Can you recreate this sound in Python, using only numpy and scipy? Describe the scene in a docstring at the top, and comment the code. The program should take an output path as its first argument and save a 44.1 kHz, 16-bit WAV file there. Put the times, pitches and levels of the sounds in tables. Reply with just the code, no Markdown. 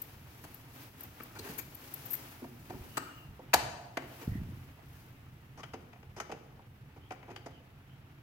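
"""You hear the lid of a small metal key safe squeak open and snap shut, then a number dial click round.
The dry hinge sticks and slips. Each contact of lid or dial is a quick chatter of tiny impacts that
makes the metal ring, and the room echoes it. The lid shuts with a low boom. Close by, skin rubs, a sleeve
rustles and a finger bumps the camera, over a low rumble. A few faint whistles come and go."""
import sys
import numpy as np
from scipy import signal
from scipy.fft import rfft, irfft
from scipy.io import wavfile

SR = 44100
rng = np.random.default_rng(int(sys.argv[2]) if len(sys.argv) > 2 else 0)


def generate_wav(sig):
    """Save sig (samples, or channels by samples) to the path in sys.argv[1] as 16-bit PCM at SR."""
    pcm = np.round(np.clip(np.atleast_2d(sig).T, -1, 1) * 32767).astype(np.int16)
    wavfile.write(sys.argv[1], SR, pcm)


N = 362502
TIME = np.arange(N) / SR
TOP_HZ = 15950  # upper edge of the sound

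# Low thuds: soft bumps on the camera, and a low boom as the lid snaps shut.
# (time [s], level [dB], push length [s], wobble pitch [Hz], wobble fade time [s])
# A fade time, here and below, is the time to drop by 60 dB.
LOW_THUDS = [(1.496, -35, 0.005, 123, 0.086), (2.745, -38, 0.0088, 84, .1), (2.799, -38, 0.014, 55, 0.073),
             (3.287, -37, 0.0098, 73.7, 0.088), (3.548, -37, 0.01, 65.6, 0.59),
             (4.2752, -25.5, 0.0043, 76.4, 0.22), (4.312, -28, 0.01, 70, 0.21),
             (4.353, -26, 0.0044, 100, 0.032), (4.412, -30, 0.0054, 104, 0.095),
             (4.488, -36.5, 0.0055, 69.4, 0.3), (4.57, -41.5, 0.0042, 102, 0.16)]
# How alike left and right are for sound from all around: (frequency [Hz], likeness [1 = the same])
AIR_LIKENESS_CURVE = [(60, 0.92), (130, 1), (290, 0.97), (640, 0.55), (1410, 0.23), (3100, 0.0039),
                      (6820, -0.03), (15000, -0.015)]


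def amp(db):
    """Turns decibels into a number to multiply by."""
    return 10 ** (np.asarray(db) / 20)


def unit(x):
    """Scales a signal to an average power of 1."""
    return x / np.sqrt(np.mean(x ** 2) + 1e-20)


def per_blow(x):
    """Scales a stereo sound to the energy of 10 ms at power 1."""
    return x / np.sqrt(np.sum(x ** 2) / len(x) / (.01 * SR) + 1e-20)


def read(points, hz):
    """Reads between (frequency [Hz], value) points, with octaves evenly spaced."""
    f, value = np.transpose(points)
    return np.interp(np.log(hz + 1), np.log(f + 1), value)


def add(mix, s, sound):
    """Mixes a sound in, starting at s seconds."""
    part = mix[:, max(round(s * SR), 0):][:, :sound.shape[1]]
    part += sound[:, :part.shape[1]]


def colour(x, points):
    """Shapes the tone with a (frequency [Hz], level [dB]) curve."""
    size = x.shape[-1]
    return irfft(rfft(x) * amp(read(points, np.fft.rfftfreq(size, 1 / SR))), size)


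def pair(x, likeness):
    """Makes two unrelated channels alike in the low notes, where the waves are long."""
    size = x.shape[-1]
    left, other = rfft(x)
    same = np.clip(read(likeness, np.fft.rfftfreq(size, 1 / SR)), -1, 1)
    return irfft(np.array([left, same * left + np.sqrt(1 - same ** 2) * other]), size)


def drift(per_s):
    """A random wavering, with up to about per_s ups and downs a second."""
    knots = np.arange(0, TIME[-1] + 1, .5 / per_s)
    return unit(np.interp(TIME, knots, rng.standard_normal(4096)[:len(knots)]))


def movement(shake_db=-15, shake_fade_s=.9):
    """Levels of rumble, rub and sleeve: each move swells and fades, each thud stirs up the rumble."""
    # noise between moves: (time [s], rub level [dB], sleeve level [dB])
    quiet = [(0, -62, -66.5), (2.5, -65, -63.5), (3.45, -60.5, -68.5), (5.3, -62, -69.5), (6.0, -64, -71.5),
             (6.8, -64, -72.5), (8.2, -62.5, -73)]
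    # rumble at rest: (time [s], level [dB])
    resting_rumble = [(0, -55.5), (2.0, -56), (5.2, -53.5), (6.8, -56), (8.2, -55)]
    # moves of hand and arm: (peak time [s], half length [s], rub level [dB], sleeve level [dB])
    moves = [(0.035, 0.21, -59, -59.5), (0.464, 0.29, -59, -59), (0.807, 0.1, -55.5, -53.5),
             (1.03, 0.07, -55, -56), (1.228, 0.12, -56, -57), (1.503, .14, -50.5, -51),
             (1.906, 0.25, -55.5, -54), (2.149, 0.24, -55.5, -52), (2.326, 0.2, -57, -63),
             (2.87, 0.31, -57.5, -57.5), (4.199, 0.16, -56, -55.5), (4.498, 0.3, -62.5, -64.5),
             (4.992, 0.16, -67, -64)]
    times, *levels = np.transpose(quiet)
    rub, sleeve = (amp(np.interp(TIME, times, db)) ** 2 for db in levels)  # noises add as powers
    rumble = amp(np.interp(TIME, *np.transpose(resting_rumble))) ** 2
    for s, half_length, rub_db, sleeve_db in moves:
        swell = np.exp(-2 * ((TIME - s) / half_length) ** 2)
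        rub += amp(rub_db) ** 2 * swell
        sleeve += amp(sleeve_db) ** 2 * swell
    for s, db, *_ in LOW_THUDS:
        rumble += (TIME > s) * amp(db + shake_db - 60 * abs(TIME - s) / shake_fade_s) ** 2
    return np.sqrt([rumble, rub, sleeve])


def rumble_and_rustle():
    """A low rumble, skin rubbing on the case and the grainy hiss of a sleeve."""
    # tone of each noise: (frequency [Hz], relative level [dB])
    rumble_tone = [(15, -50), (25, -13), (59, -10), (76, -3), (96, -2), (137, 1), (171, -12), (197, -8.5),
                   (227, -15.5), (420, -26), (550, -52), (920, -120)]
    rub_tone = [(150, -34.5), (250, 1.5), (391, -7.5), (443, -5), (508, -9.5), (914, -7), (1000, -10),
                (1260, -9), (2780, -12.5), (3960, -21.5), (6390, -31), (7230, -31.5), (10000, -39.5),
                (13000, -31.5), (22000, -120)]
    sleeve_tone = [(1500, -9), (3500, -6), (5500, -4.5), (7500, -9), (9500, -9), (11500, -3), (14000, -2.5),
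                   (16000, -2.5)]
    rumble_level, rub_level, sleeve_level = movement()
    low, mid, high = (pair(rng.standard_normal((2, N)), AIR_LIKENESS_CURVE) for _ in range(3))
    rumble = unit(colour(low, rumble_tone)) * rumble_level * amp(1.5 * drift(12)) * amp([[-.6], [.6]])
    rub = unit(colour(mid, rub_tone)) * rub_level * amp(drift(40))
    fibres = high * np.exp(.35 * rng.standard_normal(N))
    sleeve = unit(colour(fibres, sleeve_tone)) * sleeve_level * amp(.9 * drift(54))
    return rumble + rub + sleeve * amp([[1.8], [-2.2]])  # the sleeve is a little to the left


def chatter(t, length, rise_s, release_s, grit):
    """Tiny impacts as two parts slide into place; more grit makes their sizes more uneven."""
    # how alike left and right are for sound straight from the box: (frequency [Hz], likeness [1 = same])
    box_likeness = [(200, 0.96), (700, 1), (1300, 0.97), (2500, 0.094), (15000, 0.029)]
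    pressure = (1 - np.exp(-t / rise_s)) * np.exp(-np.maximum(t - length, 0) / release_s)
    impacts = rng.standard_normal((2, len(t))) * np.exp(grit * rng.standard_normal(len(t)))
    impacts = pair(impacts, box_likeness) * pressure
    even = irfft(np.exp(1j * np.angle(rfft(impacts))))  # every frequency equally strong
    return per_blow(even * np.sqrt(pressure))


def hinge(width_hz=200, scrape_db=-4, linger_db=-22, linger_width_hz=22):
    """The dry hinge sticks and slips, ringing one very high note with a puff of scraping noise."""
    # catches of the hinge: (time [s], length [s], pitch [Hz], relative level [dB])
    squeaks = [(0.016, 0.0075, 13840, -39), (0.543, 0.0046, 13400, -48), (1.007, 0.0032, 13400, -45.5),
               (1.032, 0.007, 13800, -46.5), (1.233, 0.0025, 13600, -48.5), (1.578, 0.019, 12100, -34.5),
               (1.746, 0.0073, 13200, -45), (1.938, 0.0059, 13140, -36.5), (2.053, 0.016, 13800, -44),
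               (2.103, 0.021, 13400, -34.5), (2.13, 0.013, 13600, -31), (2.15, 0.0049, 13500, -39)]
    out, t = np.zeros((2, N)), np.arange(4096) / SR
    for s, length, hz, db in squeaks:
        slips = chatter(t, length, rise_s=0.0012, release_s=0.0013, grit=0.65)
        decay = np.exp(-np.pi * width_hz * t) + amp(linger_db) * np.exp(-np.pi * linger_width_hz * t)
        note = decay * np.sin(2 * np.pi * hz * t)
        squeal = per_blow(signal.fftconvolve(slips, note[None], axes=1)[:, :len(t)])
        scrape = per_blow(band(slips, 12940, 14100, order=1))
        add(out, s, amp(db) * (squeal + amp(scrape_db) * scrape))
    return out * amp([[2.6], [-7.5]])  # louder on the left


def band(x, lo_hz, hi_hz, order=3):
    """Keeps the frequencies between lo_hz and hi_hz."""
    return signal.sosfilt(signal.butter(order, (lo_hz, hi_hz), "band", fs=SR, output="sos"), x)


def room(x, build_s=0.004):
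    """Echoes from the walls blur into a tail whose highest notes die first."""
    # how long the room rings: (frequency [Hz], fade time [s])
    fade_times = [(200, 0.5), (700, 1.13), (2000, 0.65), (5000, 0.74), (9000, 0.67), (15500, 0.18)]
    # tone of the echo: (frequency [Hz], relative level [dB])
    echo_tone = [(200, 8), (700, -4), (2000, 0), (5000, -2.5), (9000, -6), (15500, -3.5)]
    hz, t, spectrum = signal.stft(rng.standard_normal((2, SR + SR // 4)), SR, nperseg=256)
    spectrum *= amp(read(echo_tone, hz)[:, None] - 60 * t / read(fade_times, hz)[:, None])
    tail = pair(signal.istft(spectrum, SR, nperseg=256)[1], AIR_LIKENESS_CURVE)
    tail *= 1 - np.exp(-TIME[:tail.shape[1]] / build_s)
    return signal.fftconvolve(x, tail / np.linalg.norm(tail[0]), axes=1)[:, :N]


def ring(force, notes, spot, extra_width_hz, between_db):
    """A force rings a part's own notes (wider ones die sooner); the struck spot boosts some pitches."""
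    size = force.shape[1]
    f = np.fft.rfftfreq(size, 1 / SR)
    hz, width, db = np.transpose(notes)[:, :, None]
    width = width + extra_width_hz * (1 + hz / 2500)  # the hand damps high notes most
    peaks = amp(db) ** 2 / (1 + (2 * (f - hz) / width) ** 2)
    power = amp(between_db) ** 2 + peaks.sum(0)
    for spot_hz, sharpness, lift_db in spot:
        boost = np.interp(spot_hz, f, power) * amp(lift_db) ** 2
        power += boost / (1 + (2 * sharpness * (f / spot_hz - 1)) ** 2)
    cepstrum = irfft(np.log(power)) * (np.arange(size) < size // 2)  # puts the ring after the blow
    return irfft(rfft(force) * np.exp(rfft(cepstrum)))


def knocks(contacts, notes, extra_width_hz, low_db, high_db, between_db, settle_db, rise_s, hard_hz):
    """Each contact is a chatter that rings its part, with its own mix of thud, body, clack and click."""
    # ranges of thud, body, clack and click: (low edge [Hz], high edge [Hz])
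    ranges = [(160, 500), (500, 1100), (1100, 3500), (3500, 16000)]
    # how much louder the box is on the left: (frequency [Hz], left minus right [dB])
    box_lean = [(200, 0.5), (400, -1.5), (700, -4), (1100, 4.5), (2300, 7.5), (4400, 3), (15000, 1)]
    lean = np.array(box_lean)
    out, t = np.zeros((2, N)), np.arange(4096) / SR
    for s, length, db, thud_db, clack_db, click_db, low_hz, high_hz in contacts:
        strike = chatter(t, length, rise_s, release_s=0.0029, grit=0.27)
        settle = chatter(t, length, rise_s=0.013, release_s=0.012, grit=0.76)  # loose parts settle
        spot = [(low_hz, 13, low_db), (high_hz, 16, high_db)]
        ringing = ring(strike + amp(settle_db) * settle, notes, spot, extra_width_hz, between_db)
        reach_hz = min(hard_hz * 2 ** (click_db / 29), TOP_HZ)  # harder contacts reach higher
        ringing = band(ringing, 100, reach_hz, order=2)
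        shares = zip((thud_db, 0, clack_db, click_db), ranges)
        blow = sum(amp(db + share) * per_blow(band(ringing, *edges)) for share, edges in shares)
        add(out, s, np.array([colour(blow[0], lean * [1, .5]), colour(blow[1], lean * [1, -.5])]))
    return out


def lid():
    """The lid and its latch knock against the box, ringing it and its wall plate."""
    # contacts: (time [s], chatter length [s], body level [dB], thud, clack and click [dB above body],
    # low and high note of the struck spot [Hz])
    contacts = [(0.438, 0.014, -50, -2.5, -3, -3, 300, 11090),
                (1.201, 0.0077, -54, 5.5, 8, -13, 1260, 2250),
                (1.351, 0.026, -48.5, -3, 0.5, -7, 1440, 2340), (1.388, 0.009, -54, 8, 0, 9.5, 430, 4270),
                (1.44, 0.037, -45.5, -0.5, 0, -4.5, 400, 11670),
                (1.487, 0.029, -57, 8.5, 4, 10, 460, 12400), (1.583, 0.019, -58, 5.5, 14, 13, 2300, 6750),
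                (2.132, 0.019, -69.5, -3, 21, 19, 2040, 11200),
                (2.417, 0.015, -58, 18.5, -17, -10, 250, 344), (2.44, 0.008, -46, -2, -10, -20, 237, 668),
                (2.697, 0.012, -40, -3, -9, -18.5, 330, 730),
                (2.726, 0.036, -49, 7.5, -7.5, -21.5, 242, 883),
                (2.97, 0.011, -34, -4.5, 2.5, -2, 1263, 7950),
                (3.391, 0.0085, -48.5, -1, -23, -24.5, 510, 711),
                (3.5321, 0.0084, -29, -17, 5.5, -7.5, 800, 2560),
                (3.5368, 0.008, -18, -15.5, -3, -2.5, 790, 1780),
                (3.97, 0.0057, -30, -6, -3.5, -15, 692, 2030), (4.021, 0.0027, -55.5, 5, -5, -9, 330, 2380),
                (4.212, 0.024, -47.5, 0, -3, -6, 460, 2340)]
    # notes of the box, then of the plate and damped latch: (pitch [Hz], width [Hz], relative level [dB])
    box_notes = [(712, 140, -3.5), (1838, 46, -7.5), (2396, 52, -8.5), (2744, 110, -10), (3006, 140, -26),
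                 (4190, 48, -34.5), (4700, 78, -14), (5580, 35, -16.5), (6260, 67, -14.5),
                 (6700, 69, -13.5), (7800, 84, -31), (8080, 59, -13.5)]
    plate_notes = [(266, 32, -8.5), (322, 76, -3.5), (660, 29, -5), (895, 63, 1.5), (1090, 42, -10),
                   (1256, 120, -17.5), (1572, 180, -8), (1828, 44, -8.5), (3257, 120, -24),
                   (4300, 700, -17.5), (11700, 980, -18.5), (14700, 690, -16)]
    return knocks(contacts, list(box_notes) + list(plate_notes), extra_width_hz=17, low_db=15.5,
                  high_db=9.5, between_db=-33, settle_db=-14, rise_s=0.00021, hard_hz=15220)


def low_thuds():
    """Soft bumps on the camera and a low boom as the lid shuts: each is a push, then a fading wobble."""
    out, t = np.zeros((2, N)), TIME[:SR // 2]
    for s, db, length, hz, fade_s in LOW_THUDS:
        from_peak = (t - length) / (0.41 * length)
        push = (1 - 2 * from_peak ** 2) * np.exp(-from_peak ** 2)
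        wobble = .5 * amp(-60 * t / fade_s) * np.sin(2 * np.pi * hz * t) * (1 - np.exp(-t / 0.0063))
        add(out, s, amp(db) * (push + wobble) * np.ones((2, 1)))
    return out


def whistles(width_hz=100):
    """Faint, fuzzy tones that swell, glide and fade."""
    # thin whistles, and the 1.4 kHz ring lingering around the click at 2.97 s: (time [s], length [s], first
    # pitch [Hz], last pitch [Hz], level [dB])
    glides = [(2.84, 0.51, 2920, 2810, -60.5), (2.93, 0.223, 1436, 1390, -54),
              (4.287, 0.13, 1955, 1880, -58.5), (3.14, 0.12, 15700, 14450, -66),
              (6.995, 0.11, 3030, 3300, -68.5), (7.508, 0.107, 3200, 2840, -65.5),
              (7.866, .12, 2940, 3230, -72)]
    out = np.zeros((2, N))
    for s, length, first_hz, last_hz, db in glides:
        size = int(length * SR)
        turns = np.cumsum(np.linspace(first_hz, last_hz, size)) / SR
        a, b = rng.standard_normal((2, 2, SR))[..., :size]
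        fuzz = signal.sosfilt(signal.butter(2, width_hz, fs=SR, output="sos"), a + 1j * b)
        tone = unit((fuzz * np.exp(2j * np.pi * turns)).real)  # slow noise moved up to the pitch
        add(out, s, amp(db) * tone * signal.windows.tukey(size, .7))
    return out


def singing_metal(blows):
    """A few barely damped notes of the metal ring on after a blow."""
    # lasting notes: (pitch [Hz], relative level [dB], fade time [s])
    notes = [(517, -33, .5), (811, -49, .5), (1812, -50, .9), (3037, -19, .72), (8140, -48, .45)]
    t = TIME[:SR]
    tail = sum(amp(db - 33.5 - 60 * t / fade_s) * np.sin(2 * np.pi * hz * t) for hz, db, fade_s in notes)
    return signal.fftconvolve(blows, tail[None], axes=1)[:, :N]


def dial():
    """A thumb turns the dial, and each step rings the dial and its spindle."""
    # steps: (time [s], chatter length [s], body level [dB], thud, clack and click [dB above body],
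    # low and high note of the struck spot [Hz])
    steps = [(5.574, 0.037, -46.5, -5.5, -5.5, -9, 1180, 5800),
             (5.631, 0.009, -47.5, -13, 2.5, -7, 1300, 3060),
             (5.734, 0.0096, -40.5, -2, -7, -14, 347, 2644), (5.93, 0.0053, -55, -12, -2, -15, 715, 2520),
             (5.958, 0.0052, -56.5, -2, -7, -23, 716, 2450),
             (6.028, 0.0048, -59, 0.5, -0.5, -13, 350, 2810),
             (6.164, 0.025, -45, -1.5, -4.5, -7.5, 377, 5700),
             (6.2, 0.0051, -38.5, -9.5, -1, -5.5, 1330, 6240), (6.294, 0.012, -42, -4, -11, -21, 600, 2340),
             (6.315, 0.0088, -37.5, -2.5, -8, -14.5, 770, 2620),
             (6.592, 0.0053, -54.5, -7, -17, -26, 870, 2300), (6.96, 0.018, -54, 1, -9.5, -17.5, 299, 2340),
             (7.106, 0.0063, -37.5, -8.5, -8.5, -21, 755, 2410),
             (7.117, 0.0075, -47.5, -6.5, -2, -10, 774, 1370),
             (7.228, 0.0047, -56.5, -3, 1, -17, 980, 2260), (7.279, 0.017, -45, -3.5, -14, -25, 710, 2300),
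             (7.302, 0.016, -49, 2, -3.5, -12, 390, 2540), (7.361, 0.004, -49, -7, 3, -4, 3070, 4730),
             (7.459, 0.0091, -41.5, -2.5, -10, -13.5, 680, 2000)]
    # notes of dial and spindle: (pitch [Hz], width [Hz], relative level [dB])
    notes = [(314, 60, -11.5), (442, 27, -9.5), (647, 71, -9.5), (790, 85, -3.5), (1470, 350, -5.5),
             (1960, 230, -3.5), (2380, 270, -6.5), (3020, 72, -6), (4930, 270, -9), (5500, 340, -16),
             (6400, 390, -9.5), (8300, 250, -22), (14200, 2600, -15)]
    return knocks(steps, notes, extra_width_hz=10, low_db=9.5, high_db=8, between_db=-22,
                  settle_db=-5.5, rise_s=0.00011, hard_hz=11300)


def scene(shut_s=3.5):
    """The safe in its room, with the close-by noises; the metal sings only from the lid's closing on."""
    lid_knocks = lid()
    safe = lid_knocks + dial() + hinge()
    singing = singing_metal(lid_knocks * (TIME > shut_s))
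    return safe + singing + amp(-11) * room(safe) + low_thuds() + whistles() + rumble_and_rustle()


def record(dry, left_lag_s=.00015):
    """Sound reaches the left microphone a little later, and the highest treble is cut off."""
    delay = np.exp(-2j * np.pi * np.fft.rfftfreq(2 * N, 1 / SR) * left_lag_s)
    left = irfft(rfft(dry[0], 2 * N) * delay)[:N]
    treble_cut = signal.firwin(511, TOP_HZ, window=("kaiser", 9), fs=SR)
    return signal.oaconvolve(np.array([left, dry[1]]), treble_cut[None], "same")


dry = scene()
out = record(dry)
generate_wav(out)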